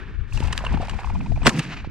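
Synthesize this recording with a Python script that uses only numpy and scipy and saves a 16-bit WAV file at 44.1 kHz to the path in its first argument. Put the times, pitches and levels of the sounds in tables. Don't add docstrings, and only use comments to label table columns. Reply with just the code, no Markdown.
import sys
import numpy as np
from scipy import signal
from scipy.fft import rfft, irfft
from scipy.io import wavfile
from scipy.ndimage import uniform_filter1d, map_coordinates

SR = 44100
rng = np.random.default_rng(int(sys.argv[2]) if len(sys.argv) > 2 else 0)


def bounce(signal):
    frames = np.transpose(np.atleast_2d(signal))
    limited = np.clip(frames, -1, 1)
    pcm = np.round(limited * 32767).astype(np.int16)
    wavfile.write(sys.argv[1], SR, pcm)


N = 83790
TIME = np.arange(N) / SR
TRIGGER_S, GAS_S = 1.4495, 1.468
SIDE_DB = -11.5

# frequency in Hz, level per hertz in dB.
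TREBLE_COLOUR = [(2060, -31), (3500, -4), (4810, -4), (6520, -7.5), (7570, -9), (12500, -24.5),
                 (15000, -35)]


def undb(db):
    return 10 ** (np.asarray(db, float) / 20)


def unit(x):
    return x / np.sqrt(np.mean(x ** 2))


def response(colour, size):
    points = np.array(colour, float)
    octave = np.log2(np.maximum(np.arange(size // 2 + 1) * SR / size, 1))
    knots = np.log2(points[:, 0])
    below = np.maximum(knots[0] - octave, 0)
    above = np.maximum(octave - knots[-1], 0)
    return undb(np.interp(octave, knots, points[:, 1]) - 28 * below - 33 * above)


def noise(colour):
    return unit(irfft(rfft(rng.standard_normal(N)) * response(colour, N), N))


def walk(rate):
    hold = int(SR / rate)
    steps = np.repeat(rng.standard_normal(N // hold + 1), hold)
    smooth = uniform_filter1d(uniform_filter1d(steps, hold), hold)[:N]
    return smooth / smooth.std()


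def curve(table, col):
    points = np.array(table, float)
    return np.interp(TIME, points[:, 0], points[:, col], left=points[0, col])


def pan(x, db):
    return x * undb(np.array([db, -db]).reshape(2, -1) / 2)


def wide(colour, side_db, grain_db, rate):
    side = undb(side_db) * noise(colour) * np.array([[1], [-1]])
    pair = noise(colour) + side
    return unit(pair * undb(grain_db * walk(rate)))


def add(out, s, x):
    i = int(s * SR)
    n = min(x.shape[-1], N - i)
    out[:, i:i + n] += x[..., :n]


def ports(colour, likeness):
    shared = noise(colour)
    sides = []
    for _ in range(2):
        turbulence = np.sqrt(likeness) * shared + np.sqrt(1 - likeness) * noise(colour)
        sides.append(turbulence * undb(2.5 * walk(13.5)))
    pair = np.array(sides)
    return pair / np.sqrt(np.mean(pair.mean(axis=0) ** 2))


def wind():
    # moment in seconds, level in dB, left minus right of the buffeting in dB,
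    # level of the flutter relative to that level in dB.
    gusts = [(0.0, -47, 19, -2), (0.132, -37, 7, -11), (0.222, -38, 30, -8), (0.296, -40, 6.5, -13.5),
             (0.338, -27, 12.5, -16.5), (0.422, -37.5, 19, -0.5), (0.448, -27, 18, -11.5),
             (0.534, -39, 7.5, -1.5), (0.666, -37, -1, -10), (0.73, -30.5, 8.5, -5.5),
             (0.91, -31.5, 9, -14), (0.956, -31, 19, -8.5), (1.004, -40, -8, -12), (1.062, -31, 12.5, -12),
             (1.19, -29.5, 4.5, -2), (1.238, -35, 18, 4.5), (1.27, -36.5, -6, -2), (1.306, -28, 20.5, -0.5),
             (1.386, -28.5, -10, -10.5), (1.422, -32.5, 19, -7.5), (1.486, -33, 10, 15), (1.55, -49, 8, 31),
             (1.852, -38.5, 8.5, 3), (1.9, -34.5, -8, -7)]
    # frequency in Hz, level per hertz in dB.
    buffet_colour = [(12, -5), (20, 2), (71, -0.5), (130, -9.5), (170, -45), (290, -120)]
    flutter_colour = [(90, 0), (130, 3.5), (200, 1), (300, -10.5), (450, -24.5)]
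    fade = np.clip((TRIGGER_S + 0.0531 - TIME) / 0.011, 0, 1)
    flutter = ports(flutter_colour, 0.45) * undb(curve(gusts, 3)) * fade
    buffet = pan(ports(buffet_colour, 0.26), curve(gusts, 2))
    return (buffet + flutter) * undb(curve(gusts, 1))


def valley():
    # moment in seconds, level in dB.
    hiss_level = [(0, -45.5), (.08, -49), (.14, -53), (1.4, -66), (1.5, -51), (1.9, -56.5)]
    # frequency in Hz, level per hertz in dB.
    hiss_colour = [(180, -37), (300, -9), (428, -5), (453, -14), (685, -22), (1780, -8.5), (2020, -21),
                   (2200, -14.5), (2610, -17.5), (9000, -50.5), (11700, -92), (19800, -120)]
    return wide(hiss_colour, SIDE_DB, 2.2, 42.43) * undb(curve(hiss_level, 1))


def rustle():
    # moment in seconds, level of the lower band in dB, level of the treble in dB.
    rub_levels = [(0.26, -77, -81), (0.34, -52.5, -51.5), (0.382, -50.5, -56.5), (0.45, -40, -50),
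                  (0.5, -45.5, -59), (0.57, -44.5, -54.5), (0.69, -41, -59), (0.984, -45, -59.5),
                  (1.178, -53, -60.5), (1.282, -53, -61), (1.378, -57.5, -64.5), (1.46, -40, -53)]
    # frequency in Hz, level per hertz in dB.
    rub_colour = [(210, -32), (350, -2), (526, -4), (941, 1), (1240, -6.5), (1400, -2), (2400, -5.5),
                  (4000, -20), (5200, -24), (8800, -120)]
    grain_db = 3
    fade_out = np.clip((TRIGGER_S + 0.055 - TIME) / 0.014, 0, 1)
    fade_in = np.clip((TIME - rub_levels[0][0]) / 0.013, 0, 1) ** 2
    low = wide(rub_colour, SIDE_DB, grain_db, 90.23) * undb(curve(rub_levels, 1))
    top = wide(TREBLE_COLOUR, SIDE_DB + 8, grain_db, 120) * undb(curve(rub_levels, 2))
    return (low + top) * fade_out * fade_in


def wings():
    # start in seconds (sounded 2 ms earlier), level in dB, whistle in Hz, upper
    # whistle relative in dB, nominal length in seconds, share by which the upper pitch falls (lower: twice it).
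    strokes = [(0.324, -46.5, 1050, 7, 0.0093, 0.4), (0.373, -39.5, 835, 4.5, 0.017, 0.2),
               (0.426, -32.5, 956, -8, 0.011, 0.11), (0.481, -34, 932, -7, 0.0116, 0.23),
               (0.553, -35, 830, -12, 0.0085, 0.39), (0.606, -38, 804, -28, 0.011, 0.47),
               (0.64, -27, 645, -20, 0.0085, 0.1), (0.647, -30, 1052, -23, 0.0052, 0.2),
               (0.666, -27.5, 958, 2, 0.0093, 0.17), (0.721, -34, 980, -25, 0.013, 0.39),
               (0.742, -28.5, 830, -10.5, 0.0053, 0.15), (0.773, -31, 823, -34, 0.011, 0.34),
               (0.802, -34, 757, -24, 0.023, 0.28), (0.826, -33.5, 707, -10, 0.02, 0.1),
               (0.884, -32.5, 780, -5, 0.0077, 0.16), (0.934, -35, 830, -5, 0.011, 0.21),
               (0.99, -34, 784, -3, 0.008, 0.12), (1.016, -46, 1180, -9, 0.0099, 0.49),
               (1.034, -37, 1200, -12, 0.006, 0.24), (1.045, -30.5, 956, -6, 0.011, 0.45),
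               (1.074, -35.5, 980, -25, 0.006, 0.1), (1.098, -34.5, 783, -7, 0.015, 0.33),
               (1.149, -35.5, 896, -15, 0.021, 0.25), (1.207, -37.5, 846, -4, 0.015, 0.42),
               (1.26, -34.5, 810, -12.5, 0.018, 0.24), (1.318, -34.5, 760, -18, 0.014, 0.068),
               (1.36, -39.5, 980, -2.5, 0.013, 0.093), (1.375, -35.5, 764, -22, 0.0098, 0.092),
               (1.416, -39, 730, -5, 0.016, 0.049), (1.845, -34, 957, -22, 0.01, 0.44)]
    # moment in seconds, frequency in Hz.
    upper_pitch = [(.3, 2656), (.68, 2760), (.78, 2346), (1.4, 2472)]
    # frequency in Hz, level per hertz in dB.
    puff_colour = [(500, -32), (900, -4.5), (2500, 5), (5000, -6), (10000, -34)]
    waver, rough, puff_db, pan_db = .15, .7, -17, -.7

    def phase_per_hz(u, fall, wobble):
        return 2 * np.pi * np.cumsum(1 + fall * (.4 - u) + waver * wobble) / SR

    out = np.zeros((2, N))
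    air = noise(puff_colour)
    upper_hz = curve(upper_pitch, 1)
    chance = rng.standard_normal((len(strokes), 5, 12))
    for (s, db, hz, upper_db, length, fall), draws in zip(strokes, chance):
        start = int(s * SR)
        u = np.linspace(0, 1, int(max(length, .003) * 1.105 * SR))
        env = np.sin(np.pi * u ** 0.6) ** 2
        slow = [np.interp(u * 11, np.arange(12), d) for d in draws]
        whistle = (1 + rough * slow[0]) * np.sin(hz * phase_per_hz(u, 2 * fall, slow[1]))
        upper = np.sin(upper_hz[start] * phase_per_hz(u, fall, slow[3] / 4))
        upper = undb(upper_db) * (1 + rough / 2 * slow[2]) * upper
        puff = undb(puff_db) * air[start:][:len(u)]
        add(out, s - .002, pan(undb(db) * env * (whistle + upper + puff), pan_db))
    return out


def clicks():
    # start in seconds, relative level in dB, 60 dB decay of the exciting
    # noise in seconds (at least 0.004), brightness in dB per octave, rise in seconds (limited below).
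    blows = [(0.334, -37.5, 0.037, 11.5, 0.0011), (0.3467, -36, 0.014, 8, 0.00057),
             (0.374, -26, 0.011, 4.5, 0.0018), (0.4011, -30, 0.034, 3.5, 0.0025),
             (0.454, -52, 0.02, 13, 0.0015), (0.471, -33.5, 0.062, 5, 0.0018),
             (0.5255, -20, 0.03, 4.5, 0.0013), (0.5292, -20.5, 0.014, -0.5, 0.00083),
             (0.5767, -13.5, 0.0078, 4.5, 0.0015), (0.5882, -23.5, 0.019, -1, 0.00085),
             (0.649, -25, 0.033, -0.5, 0.0017), (0.667, -39.5, 0.011, 12, 0.00084),
             (0.8128, -32, 0.098, 0, 0.0044), (0.8709, -34.5, 0.012, 2, 0.0025),
             (0.8838, -33, 0.014, 2, 0.0012), (0.8946, -23.5, 0.024, 3, 0.0023),
             (0.911, -36, 0.011, 3, 0.00094), (1.431, -30, 0.048, -1.5, 0.00085),
             (1.452, -22.5, 0.023, 0, 0.00081), (1.4949, -17.5, 0.028, 4.5, 0.00053),
             (1.499, -42, 0.058, 6, 0.00084), (1.5646, -28, 0.011, -4, 0.00081),
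             (1.5859, -30, 0.011, 9, 0.0036), (1.5921, -17, 0.036, 4, 0.0008),
             (1.596, -52, 0.023, -8, 0.001), (1.6043, -30.5, 0.019, -26, 0.0012),
             (1.626, -33.5, 0.042, 3, 0.0015), (1.6507, -28, 0.013, 1, 0.0011)]
    # frequency in Hz, width in Hz, level in dB.
    gun_modes = [(1190, 550, 15), (1690, 410, 9), (2780, 480, -1.5), (3890, 700, -11), (4730, 520, -6.5),
                 (6350, 290, -22.5), (8280, 520, -12.5)]
    # frequency in Hz, level per hertz in dB.
    crack_colour = [(290, 0), (500, 8), (745, 3), (2880, 11), (3720, 2.5), (8490, -10), (12300, -24),
                    (15000, -55)]
    modes_db, scatter_db = -2, 3
    out, size = np.zeros((2, N)), 4096
    t = np.arange(size) / SR - .02
    f = np.arange(size // 2 + 1) * SR / size
    modes = np.array([undb(db) / (1 + 2j * (f - hz) / width) ** 2 for hz, width, db in gun_modes])
    crack = unit(response(crack_colour, size))
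    chance = rng.standard_normal((len(blows), 2, size))
    for (s, db, t60, tilt_db, rise), draws in zip(blows, chance):
        rise = np.clip(rise, .0003, .008)
        attack = np.exp(-2 * ((t - rise) / rise) ** 2)
        decay = undb(-60 * (t - rise) / max(t60, .004))
        env = np.where(t < rise, attack, decay)
        ring = undb(scatter_db * draws[0, :len(modes)]) @ modes
        body = crack + undb(modes_db) * ring / np.sqrt(np.mean(abs(ring) ** 2))
        hit = (draws[0] + undb(SIDE_DB) * draws[1] * np.array([[1], [-1]])) * env
        tilt = undb(tilt_db * np.log2(np.maximum(f, 500) / 4000))
        x = irfft(rfft(hit) * body * tilt, size)
        level = undb(db) * np.sqrt(np.sum(env ** 2) / np.sum(x[0] ** 2)) / 2
        add(out, s - .02, x * level)
    return out


def bumps():
    # centre in seconds, level in dB,
    # time scale in seconds, left minus right in dB.
    pushes = [(0.406, -18, 0.0022, 0), (0.7477, -10.5, 0.0042, 10), (0.801, -19.5, 0.0022, 1),
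              (1.4723, -21, 0.0054, -26), (1.478, -16, 0.0019, -1), (1.8745, -32, 0.0029, -25)]
    out = np.zeros((2, N))
    for s, db, length, pan_db in pushes:
        u = np.arange(-3 * length, 5 * length, 1 / SR) / length
        push = -np.exp(-(u / 0.31) ** 2)
        rebound = 0.068 * np.exp(-((u - .55) / 1.4) ** 2) + 0.2 * np.exp(-((u + 0.1) / 1.1) ** 2)
        add(out, s - 3 * length, pan(undb(db) * (push + rebound), pan_db))
    return out


def lead_in():
    # frequency in Hz, level per hertz in dB.
    swell_colour = [(300, -3), (800, 0), (1800, -8), (3500, -17), (7000, -27), (12000, -48)]
    end_s, tone_start_s, tone_hz = 1.465, 1.436, 7920
    t = TIME - end_s

    def swell(rise_s):
        return np.exp(np.minimum(t, 0) / rise_s - np.maximum(t, 0) / .002)

    swell_noise = wide(swell_colour, SIDE_DB, 3.9, 300) * undb(-17)
    gate = np.clip((TIME - tone_start_s) / .004, 0, 1)
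    tone = np.sin(2 * np.pi * tone_hz * t) * undb(-33 + 2 * walk(300)) * gate
    return swell_noise * swell(.006) + tone * swell(.013)


def blast():
    # start in seconds, peak in dB before panning,
    # left minus right in dB, tilt in dB per octave, share of the smear.
    arrivals = [(1.4656, -2, -1, -1.5, 1), (1.4682, -5, -1, 5, .1), (1.4716, -2, 0, 4.5, .12),
                (1.4738, -6, 0, -1, .25), (1.4785, -8, 0, -6, .3), (1.4933, -11, .5, 3.5, .2)]
    # frequency in Hz, level in dB (per hertz for the gas).
    pulse_colour = [(60, -20), (250, -8), (550, -14), (1100, -3), (1700, -3), (3500, -11), (8000, -22),
                    (12300, -39), (15000, -70)]
    gas_colour = [(290, -29), (500, -35), (1150, -34), (1510, -13), (2160, -1), (8240, -5), (14500, -33)]
    smear_s, smear_law = .006, .9
    scatter_db, scatter_t60_s = -3, .012
    gas_attack_s, gas_t60_s, gas_db = .0015, .06, -15
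    out, size = np.zeros((2, N)), 8192
    f = np.maximum(np.arange(size // 2 + 1) * SR / size, 60)
    delay = smear_s * (np.clip(f, 500, 5000) / 1000) ** -smear_law
    phase = 2 * np.pi * np.cumsum(delay) * SR / size
    decay = undb(-60 * np.arange(size) / SR / scatter_t60_s)
    for s, db, pan_db, tilt_db, share in arrivals:
        smear = response(pulse_colour, size) * np.exp(-1j * share * phase)
        tail = np.array([[1, 0.47], [1, -0.63]]) @ rng.standard_normal((2, size)) * decay
        paths = 1 + undb(scatter_db) * rfft(tail) / np.sqrt(np.sum(tail ** 2) / 2)
        tilt = undb(tilt_db * np.log2(np.maximum(f, 500) / 2000))
        pulse = irfft(smear * paths * tilt, size)[:, :size // 2]
        add(out, s, pan(undb(db) * pulse / abs(pulse).max(), pan_db))
    t = TIME - GAS_S
    env = np.where(t < 0, np.exp(t / gas_attack_s), undb(-60 * np.maximum(t, 0) / gas_t60_s))
    return out + wide(gas_colour, 0.0, 2.2, 130) * env * undb(gas_db)


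def echo():
    # moment in seconds, level of the middle band in dB, of the rumble in dB, of the treble in dB.
    returns = [(1.49, -34, -26, -39.5), (1.51, -46, -48, -51.5), (1.55, -43.5, -27.5, -52.5),
               (1.6, -42, -31.5, -51), (1.62, -43, -44, -54), (1.65, -43.5, -34.5, -57.5),
               (1.69, -41.5, -38.5, -65), (1.73, -38.5, -38.5, -60), (1.755, -45.5, -39.5, -62.5),
               (1.78, -42, -46, -64), (1.8, -45.5, -48, -71), (1.825, -57, -42.5, -74),
               (1.86, -51.5, -53, -78), (1.9, -60.5, -43, -93)]
    # frequency in Hz, level per hertz in dB.
    mid_colour = [(260, -35), (450, -35), (579, -41), (636, -12.5), (2670, -8), (3400, -18.5),
                  (3890, -16.5), (5500, -26.5), (7150, -31.5), (12100, -120)]
    rumble_colour = [(41, -74), (70, -20), (86, -10), (135, 6), (274, -0.5), (434, -14), (600, -19),
                     (780, -37), (1320, -120)]
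    body_colour = [(200, -6), (330, -1.5), (600, -10), (950, -2.5), (1400, -13)]
    grain_db, side_db = 2.6, -13.
    body_db, body_t60_s = -30, 0.4
    onset = np.clip((TIME - TRIGGER_S) / 0.017, 0, 1)
    mid = wide(mid_colour, side_db, grain_db, 150) * undb(curve(returns, 1))
    rumble = wide(rumble_colour, side_db - 7, grain_db, 29.8) * undb(curve(returns, 2))
    top = wide(TREBLE_COLOUR[2:], side_db + 11.5, grain_db, 77.6) * undb(curve(returns, 3))
    since = TIME - GAS_S
    decay = undb(body_db - 60 * np.maximum(since, 0) / body_t60_s) * (since > 0)
    body = wide(body_colour, side_db - 3, grain_db, 58.2) * decay
    return (mid + rumble + top) * onset + body


def scene():
    heard = valley() + rustle() + wings() + clicks() + bumps() + lead_in() + blast() + echo()
    lag_s = .000034
    left = map_coordinates(heard[0], [np.arange(N) - lag_s * SR], mode="nearest")
    return wind() + np.array([left, heard[1]])


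def record(dry):
    rounded = np.tanh(1.5 * dry) * .98
    top_hz = 15600
    lowpass = signal.ellip(10, .2, 80, top_hz, fs=SR, output="sos")
    return signal.sosfilt(lowpass, rounded)


dry = scene()
out = record(dry)
bounce(out)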